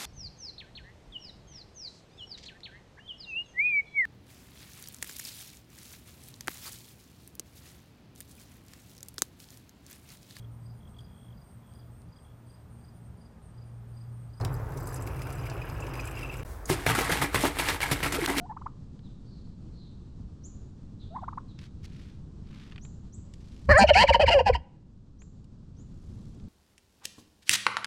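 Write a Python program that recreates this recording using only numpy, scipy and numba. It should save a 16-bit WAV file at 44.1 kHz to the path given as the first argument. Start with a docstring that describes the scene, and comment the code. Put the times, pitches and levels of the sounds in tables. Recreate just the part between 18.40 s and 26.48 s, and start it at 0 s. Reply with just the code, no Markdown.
"""A soft, wavering whine sounds over a low, distant rumble: a wild turkey stands close by on snowy ground.
It whines again, shuffles over crust and seeds, then gobbles: three pitched cries and a run of rough
rattles, each closing in a low hoot. Squeaks lead into some of them, and its chest thumps.
The voice is a source and a filter: membranes in the syrinx vibrate, throat and beak shape the harmonics.
Small birds chirp among the trees at the edge of the wood."""
import sys
import numpy as np
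from scipy import signal
from scipy.fft import rfft, irfft
from scipy.io import wavfile
from scipy.ndimage import uniform_filter1d
from numba import njit

SR = 44100
rng = np.random.default_rng(int(sys.argv[2]) if len(sys.argv) > 2 else 0)


def transcribe(u):
    """Save the signal u as a 16-bit wav file named by the first command-line argument.

    u: samples, shape (n,) or (channels, n), limited to [-1, 1]; the rate is SR.
    q: integer samples, one column per channel.
    """
    v = np.clip(np.atleast_2d(u).T, -1, 1)
    q = np.round(v * 32767).astype(np.int16)
    wavfile.write(sys.argv[1], SR, q)


N = 356548
T = np.arange(N) / SR
GOBBLE_START_S, GOBBLE_END_S = 5.28, 6.2
GOBBLING = (T > GOBBLE_START_S) & (T < GOBBLE_END_S)

# rattles that each close in a hoot (start [s], length [s], first pitch [Hz], last pitch [Hz],
# roughness [0-1], fundamental [dB], overtones [dB], hoot [dB])
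SYLLABLES = [(5.386, 0.053, 795.3, 782, 0.53, -12, -24, -11),
             (5.491, .015, 711.6, 745, 0.75, -20, -18.5, -8.5),
             (5.555, .083, 718, 1066, 0.4, -13, -21, -13),
             (5.690, .014, 927.7, 909.5, 0.7, -15, -22.5, -12.5),
             (5.746, 0.011, 953, 929, 0.6, -11.5, -21, -19),
             (5.881, .016, 941.4, 879, 0.74, -16, -22, -22.5),
             (5.99, .014, 923, 949.5, 0.15, -17.5, -27.5, -15.5),
             (6.064, 0.032, 850.3, 746, 0.73, -16, -31, -12.5),
             (6.151, 0.0094, 943, 959, 0.62, -21.5, -31, -45)]
# frequency response of windpipe and throat (frequency [Hz], gain [dB])
THROAT = [(300, -10), (540, 7), (960, 4), (1400, -3.5), (3100, -5.5), (3550, -22), (4200, -1.5), (6100, -6),
          (7600, -1.5), (9300, -9), (15000, -20)]


def gobble(rough_rasp_db=8, upper_db=13.5, upper_width_hz=480.):
    """Source and filter: the vocal tract shapes the syrinx's tone, and three bands swell separately."""
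    # the moving beak and loose throat
    # (time [s], resonance [Hz], upper resonance [Hz], rasp re overtones [dB], flapping hum [dB])
    mouth = [(5.318, 1780, 4350, -18, -0.5), (5.372, 1870, 4400, -27.5, -8), (5.392, 1530, 4400, -7, -9.5),
             (5.425, 2420, 4550, -3.5, 6.5), (5.5, 3080, 4300, -13, -9.5), (5.58, 2330, 4650, -6, -11.5),
             (5.63, 2670, 4350, -6, -2), (5.75, 2980, 4600, -9.5, -11), (6.08, 2740, 4950, -8, -13.5)]
    beak_hz, upper_hz, rasp_db, hum_db = curves(mouth, T)
    hz, rough, fundamental_gain, overtone_gain = strongest_gesture()
    # loose tissue flaps well below the pitch, and hums
    flap = np.sin(turns(200 * (1 + .12 * noise(10, 100))))
    voice = colour(syrinx(hz, rough, flap, beak_hz), THROAT)
    voice = stretched_throat(scatter(bounce(voice), wet_db=-11, t60_s=.04))
    bands_hz = [(250, 1280), (1350, 3500), (3700, 16000)]
    core, overtones, rasp = (even(band(voice, lo, hi, order=4)) for lo, hi in bands_hz)
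    rasp = even(rasp + undb(upper_db) * resonance(rasp, upper_hz, upper_width_hz))
    lower = core + undb(hum_db) * rough * flap
    # the rougher the vibration, the harder the membranes slap
    upper = overtones + undb(rasp_db + rough_rasp_db * (rough - .5)) * rasp
    return GOBBLING * (fundamental_gain * lower + overtone_gain * upper)


def syrinx(hz, rough, flap, beak_hz, jitter=.1, flutter=.11, shimmer=.88, slope=1.4, hiss_db=-34):
    """Modulation of pitch and amplitude puts sidebands round each harmonic, weighted by the beak."""
    phase = turns(hz * (1 + rough * (jitter * noise(110, 1000) + flutter * flap)))
    source = np.zeros(N)
    on = GOBBLING
    for k in range(1, 22):
        source[on] += beak(k * hz[on], beak_hz[on]) * np.sin(k * phase[on]) / k ** slope
    source *= 1 + shimmer * rough * (flap + .5 * noise(64, 600))
    # air escapes once a cycle
    return source + undb(hiss_db) * (rough + .5) * (1 + np.cos(phase)) * noise(1500, 10000)


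def strongest_gesture():
    """One oscillator, one pitch: the strongest gesture sets pitch and roughness, while powers add."""
    t = T[GOBBLING]
    gestures = [np.broadcast_arrays(*g) for g in (*cries(t), *rattles(t), *hoots(t))]
    hz, rough, fundamental, overtones = np.stack(gestures, axis=1)
    share = (fundamental ** 2 + overtones ** 2) ** 2 + 1e-30
    controls = (np.average(hz, 0, share), np.clip(np.average(rough, 0, share), 0, 1),
                np.linalg.norm(fundamental, axis=0), np.linalg.norm(overtones, axis=0))
    return [np.interp(T, t, control) for control in controls]


def cries(t, settled_rough=.07, onset_rough=.61, settle_s=.021):
    """An onset transient: each cry starts rough and settles into nearly periodic vibration."""
    # one contour per cry (time [s], pitch [Hz], fundamental [dB], overtones [dB])
    contours = [
        [(5.291, 542, -16.5, -28), (5.316, 622.7, -17.5, -14), (5.342, 509.3, -26, -24),
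         (5.364, 585.3, -18, -16.5), (5.386, 680, -15.5, -20)],
        [(5.797, 570, -13.5, -32), (5.822, 656.4, -23.5, -24.5), (5.846, 509, -10.5, -38)],
        [(5.901, 645, -21, -34.5), (5.931, 710.7, -27.5, -19), (5.944, 602, -15.5, -30.5),
         (5.989, 503.3, -15, -46.5)],
    ]
    for cry in contours:
        start, end = cry[0][0], cry[-1][0]
        hz, db, overtones_db = curves(cry, t)
        rough = settled_rough + onset_rough * np.exp(-abs(t - start) / settle_s)
        shape = gate(t, start, end)
        yield hz, rough, shape * undb(db), shape * undb(overtones_db)


def rattles(t, strain_s=.017, strain_db=-7.5, strain_rough=.45):
    """Irregular vibration: as strain builds, the fundamental weakens and the tone grows rougher."""
    for start, length, first_hz, last_hz, rough, db, overtones_db, _ in SYLLABLES:
        end = start + length
        hz = np.interp(t, [start, end], [first_hz, last_hz])
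        strain = 1 - np.exp(-np.maximum(t - start, 0) / strain_s)
        fundamental = gate(t, start, end) * undb(db + strain_db * strain)
        # the overtones speak first and linger
        overtones = gate(t, start - .002, end, attack_s=.003, release_s=.0037) * undb(overtones_db)
        yield hz, rough + strain_rough * (strain - .5), fundamental, overtones


def hoots(t, base_hz=634.6, tiring_hz_per_s=170, sag_hz_per_s=2600, rough=.053, overtones_db=-26):
    """As the driving pressure drops after a rattle, the syrinx falls back to a low, pure vibration."""
    lag_s, width_s = .0065, .0042
    for start, length, *_, db in SYLLABLES:
        end = start + length
        from_peak = np.clip(t - end - lag_s, -.06, .06)
        gain = undb(db) / np.cosh(from_peak / width_s)
        # each hoot is lower than the last and sags as it sounds
        hz = base_hz - tiring_hz_per_s * (end - GOBBLE_START_S) - sag_hz_per_s * from_peak
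        yield hz, rough, gain, gain * undb(overtones_db)


def beak(hz, centre_hz, peak_db=13, width_hz=280, shadow_db=-9):
    """A formant: the mouth cavity lifts harmonics near its resonance and weakens those above."""
    peak = 1 + undb(peak_db) / (1 + ((hz - centre_hz) / width_hz) ** 2)
    above = .5 + .5 * np.tanh((hz - 1.275 * centre_hz) / width_hz)
    return peak * undb(shadow_db * above)


def stretched_throat(voice, notch_hz=1198, q=3.6):
    """Antiresonance: from the first rattle on, the throat cuts a hollow above the fundamental."""
    notch = np.concatenate(signal.iirnotch(notch_hz, q, SR))
    hollow = signal.sosfilt([notch, notch], voice)
    return voice + gate(T, SYLLABLES[0][0], GOBBLE_END_S) * (hollow - voice)


def bounce(x):
    """Comb filtering: echoes off ground and body interfere, and the notches shift as the bird moves."""
    # echo paths (delay [s], drift of the delay [s/s], gain [ratio])
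    paths = [(.0021, .0005, 0.36), (.0047, -.0008, 0.32)]
    elapsed = T - GOBBLE_START_S
    return x + sum(gain * np.interp(T - delay - drift * elapsed, T, x) for delay, drift, gain in paths)


def squeaks(length=.03, plunge_at=.63, fall=.45, fall_s=.0033, jitter=.05, rasp_db=-3):
    """Tension sets pitch: the taut syrinx whistles, then plunges and frays as it slackens."""
    # squeaks (time of the plunge [s], top pitch [Hz], level [dB])
    plunges = [(5.483, 2980, -29.5), (5.547, 2900, -23), (5.682, 2430, -28), (5.738, 2410, -24),
               (5.872, 2405, -28), (6.142, 2350, -34.5)]
    out = np.zeros(N)
    u, shape = swell(length)
    slack = 1 / (1 + np.exp(-(u - plunge_at) * length / fall_s))
    waver = 1 + jitter * noise(150, 1200)
    rasp = unit(colour(noise(2300, 5000), THROAT))
    for s, hz, db in plunges:
        here = int(s * SR) + np.arange(len(u))
        whistle = tone(hz * (1 - fall * slack) * waver[here], second_db=-17)
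        fray = undb(rasp_db) * slack * rasp[here]
        add(out, s - plunge_at * length, undb(db) * shape * (whistle + fray))
    return out


def shrill(start_s=5.377, end_s=5.401, jitter=.022):
    """A register break: tight membranes whistle for an instant as the first cry cracks."""
    # partials of the whistle (frequency [Hz], level [dB])
    partials = [(6950, -35), (8100, -37)]
    whistle = sum(undb(db) * np.sin(turns(hz * (1 + jitter * noise(100, 600)))) for hz, db in partials)
    return gate(T, start_s, end_s) * np.sqrt(2) * whistle


def ringing(voice, width_hz=40):
    """Lightly damped resonances store the voice's energy and ring on between syllables."""
    # resonances (frequency [Hz], gain [dB])
    modes = [(1040, -7), (3130, -4.5)]
    return sum(undb(db) * signal.lfilter(*signal.iirpeak(hz, hz / width_hz, fs=SR), voice + 1e-18)
               for hz, db in modes)


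def whines(low_hz=740, high_hz=1560, whit_s=.0178, jitter=.051, second_db=-21):
    """Random frequency modulation makes two thin whines waver; each breaks into quick upward whits."""
    # one contour per whine (time [s], pitch [Hz], level [dB])
    contours = [
        [(.008, 689, -46), (.052, 734, -47.5), (.066, 1030, -49.5), (.083, 892, -75), (.098, 876, -38),
         (.113, 846, -36.5), (.130, 1120, -46)],
        [(2.705, 620, -53), (2.741, 702, -48), (2.766, 1055, -32.5), (2.779, 790, -43.5), (2.79, 1108, -41.5),
         (2.806, 1017, -63), (2.832, 690, -38), (2.846, 1450, -42)],
    ]
    # rising whits (time [s], level [dB])
    whits = [(0.171, -37), (0.219, -42), (0.266, -31), (2.885, -31), (2.932, -40.5), (2.98, -31.5)]
    out = np.zeros(N)
    waver = 1 + jitter * noise(74, 660)
    for whine in contours:
        hz, db = curves(whine, T)
        out += gate(T, whine[0][0], whine[-1][0]) * undb(db) * tone(hz * waver, second_db)
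    u, shape = swell(whit_s)
    rise_hz = low_hz + (high_hz - low_hz) * u ** 1.34
    for s, db in whits:
        hz = rise_hz * waver[int(s * SR):][:len(u)]
        add(out, s - whit_s / 2, undb(db) * shape * tone(hz, second_db))
    # the nearly closed beak muffles the sound
    return scatter(band(out, 570, 1600), wet_db=-21, t60_s=.1, delay_s=.0035)


def chest(length=.12, hz=72, wobble=.25, quiver_db=-33):
    """Like a piston, each heave of the chest pushes a few uneven waves; the body quivers in between."""
    # heaves (time [s], level [dB])
    heaves = [(5.321, -17.5), (5.465, -25.5), (5.534, -28), (5.72, -27.5), (5.87, -25), (6.14, -26)]
    push = np.zeros(N)
    _, shape = swell(length)
    for s, db in heaves:
        add(push, s - length / 2, undb(db) * shape)
    thumps = push * np.sqrt(2) * np.sin(turns(hz * (1 + wobble * noise(14, 49))))
    shaking = uniform_filter1d(GOBBLING.astype(float), size=3000)
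    return thumps + undb(quiver_db) * shaking * noise(41, 87)


def feet(snap_db=-8, decay_s=.0035, grain_db=3, crunch_db=2.5):
    """Brittle fracture snaps crust and seeds under the toes; friction makes showers of tiny grains."""
    # snaps (time [s], relative level [dB], band centre [Hz])
    snaps = [(.592, -51, 2200), (3.189, -36, 2660), (4.3216, -36.5, 1750), (4.36, -36, 1820),
             (4.38, -32.5, 1600), (4.45, -39.5, 1720), (4.938, -40.5, 3640), (6.8191, -43, 1390),
             (7.0434, -54, 4000), (7.998, -49, 2400)]
    # scuffs of feet and feathers (midpoint [s], length [s], level [dB], band centre [Hz])
    scuffs = [(3.235, 0.14, -58, 2320), (3.448, 0.046, -54, 2980), (3.61, 0.51, -62.5, 2330),
              (4.213, 0.46, -59, 1950), (5.157, 0.72, -66.5, 3000), (7.793, 1, -72, 3900)]
    out = np.zeros(N)
    t = T[:SR // 20]
    for s, db, hz in snaps:
        burst = unit(band(rng.standard_normal(len(t)), hz / 2, hz * 2, order=3))
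        add(out, s, undb(db + snap_db) * np.exp(-t / decay_s) * burst)
    grains = rng.standard_normal(N) * undb(grain_db * noise(200, 1000) + crunch_db * noise(15, 90))
    for s, length, db, hz in scuffs:
        u, shape = swell(length)
        start = s - length / 2
        shower = np.take(grains, int(start * SR) + np.arange(len(u)), mode="wrap")
        add(out, start, undb(db) * shape * unit(band(shower, hz / 2, hz * 2)))
    return out


def small_birds(start_hz=5630, bend=.45, fall_hz=900, near_hoarse_hz=130, far_hoarse_hz=270):
    """Frequency sweeps: near chirps rise and level off; farther, more reverberant notes fall."""
    # near chirps (start [s], length [s], top pitch [Hz], level [dB])
    chirps = [(2.034, 0.041, 7460, -51.5), (4.406, 0.066, 7620, -58), (4.722, 0.045, 8200, -57),
              (6.784, .06, 7670, -64.5), (7.359, .08, 7400, -68.5)]
    # hoarse notes deeper in the wood (start [s], length [s], mean pitch [Hz], level [dB])
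    twitters = [(0.629, 0.06, 3750, -65), (0.831, 0.2, 4330, -67), (1.309, .2, 4040, -64),
                (2.591, 0.065, 3720, -59), (3.076, 0.061, 3850, -64)]
    near, far = np.zeros((2, N))
    waver = noise(100, 900)
    for s, length, top_hz, db in chirps:
        u, shape = swell(length)
        hz = start_hz + (top_hz - start_hz) * np.tanh(u / bend) ** 2
        hz += near_hoarse_hz * waver[int(s * SR):][:len(u)]
        add(near, s, undb(db) * np.sqrt(2 * shape) * np.sin(turns(hz)))
    for s, length, mean_hz, db in twitters:
        u, shape = swell(length)
        hz = mean_hz - fall_hz * (u ** 2 - np.mean(u ** 2))
        hz += far_hoarse_hz * waver[int(s * SR):][:len(u)]
        add(far, s, undb(db) * np.sqrt(shape) * np.sin(turns(hz)))
    return scatter(near, wet_db=-2.5, t60_s=.6) + scatter(far, wet_db=1.8, t60_s=.96)


def air(waver_db=.8, buffet_db=-53):
    """Ambient noise: a distant rumble and faint hiss, with low buffets."""
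    # spectrum of the wood's background (frequency [Hz], relative density [dB])
    spectrum = [(110, -1), (196, -4), (650, -32), (1200, -36), (2130, -48), (4200, -44), (8000, -51),
                (15000, -88.5)]
    # the background sinks under the gobble and creeps back (time [s], level [dB])
    levels = [(0, -44.5), (5.3, -44.5), (5.4, -58.5), (6.5, -51), (7.9, -43.5)]
    db = curves(levels, T)[0] + waver_db * noise(.98, 9.6)
    # the low buffets sink under the gobble and swell back, twice as far in dB as the background
    buffets = undb(buffet_db + 2 * (db - np.median(db))) * noise(33, 100)
    return unit(colour(rng.standard_normal(N), spectrum)) * undb(db) + buffets


def scatter(x, wet_db, t60_s, delay_s=0):
    """Reverberation: the direct sound plus dense reflections that decay exponentially."""
    t = T[:SR]
    tail = rng.standard_normal(SR) * np.exp(-np.log(1000) * t / t60_s) * (t > delay_s)
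    return x + undb(wet_db) * signal.fftconvolve(x, tail / np.linalg.norm(tail))[:N]


@njit
def resonance(x, hz, width_hz):
    """A two-pole resonator with a moving centre and gain 1 there."""
    y, band_state, low_state = np.empty(len(x)), 0., 0.
    for i in range(len(x)):
        g, damping = np.tan(np.pi * hz[i] / SR), width_hz / hz[i]
        v = (band_state + g * (x[i] - low_state)) / (1 + g * (g + damping))
        band_state, low_state = 2 * v - band_state, low_state + 2 * g * v
        y[i] = damping * v
    return y


def colour(x, points, size=4096):
    """Minimum-phase filter through the points (frequency [Hz], gain [dB])."""
    hz, db = np.transpose(points)
    gain = undb(np.interp(np.log(np.fft.rfftfreq(size, 1 / SR) + 1), np.log(hz), db))
    cepstrum = irfft(np.log(gain))
    cepstrum[1:size // 2] *= 2
    cepstrum[size // 2 + 1:] = 0
    return signal.fftconvolve(x, irfft(np.exp(rfft(cepstrum))))[:N]


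def band(x, lo_hz, hi_hz, order=2):
    """Band-pass filter."""
    return signal.sosfilt(signal.butter(order, [lo_hz, hi_hz], "band", fs=SR, output="sos"), x)


def noise(lo_hz, hi_hz):
    """Band-limited noise at rms 1."""
    return unit(band(rng.standard_normal(N), lo_hz, hi_hz))


def tone(hz, second_db):
    """A fundamental of rms 1 plus its second harmonic."""
    phase = turns(hz)
    return np.sqrt(2) * (np.sin(phase) + undb(second_db) * np.sin(2 * phase))


def turns(hz):
    """Phase [rad] as the integral of frequency."""
    return 2 * np.pi * np.cumsum(hz) / SR


def gate(t, start, end, attack_s=.0014, release_s=.0022):
    """Envelope with a rounded attack, a hold and a rounded release."""
    return (1 + np.tanh((t - start) / attack_s / 2)) * (1 + np.tanh((end - t) / release_s / 2)) / 4


def swell(length):
    """Progress 0-1 through a short sound, and its raised-cosine envelope."""
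    u = np.linspace(0, 1, int(length * SR))
    return u, np.sin(np.pi * u) ** 2


def curves(table, t):
    """Linear interpolation of a table's columns at times t."""
    times, *columns = np.transpose(table)
    return [np.interp(t, times, column) for column in columns]


def even(x, size=500):
    """Hold the short-term rms at 1."""
    return x / np.sqrt(np.abs(uniform_filter1d(x ** 2, size)) + 1e-12)


def unit(x):
    """Scale to rms 1."""
    return x / np.sqrt(np.mean(x ** 2))


def undb(db):
    """Decibels to amplitude ratio."""
    return 10 ** (np.asarray(db) / 20)


def add(out, s, x):
    """Superpose a short sound at time s."""
    i = max(int(s * SR), 0)
    out[i:i + len(x)] += x[:N - i]


def scene():
    """Superposition of the close turkey, its reflections, the small birds and the background."""
    voice = gobble() + squeaks() + shrill()
    turkey = voice + ringing(voice) + whines()
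    trunk_echoes = scatter(turkey, wet_db=-27.5, t60_s=.68, delay_s=.0089) - turkey
    trunks = band(trunk_echoes, 600, 2600, order=1)
    # nearby ground, rocks and feathers blur the syllables together
    close = scatter(turkey, wet_db=-18, t60_s=.14)
    return (close + trunks + chest() + feet() + small_birds() + air())[None]


def record(dry):
    """Band limiting: a steep low-pass cuts the treble above 15.6 kHz."""
    return signal.sosfilt(signal.ellip(8, .2, 70, 15600, fs=SR, output="sos"), dry)


dry = scene()
out = record(dry)
transcribe(out)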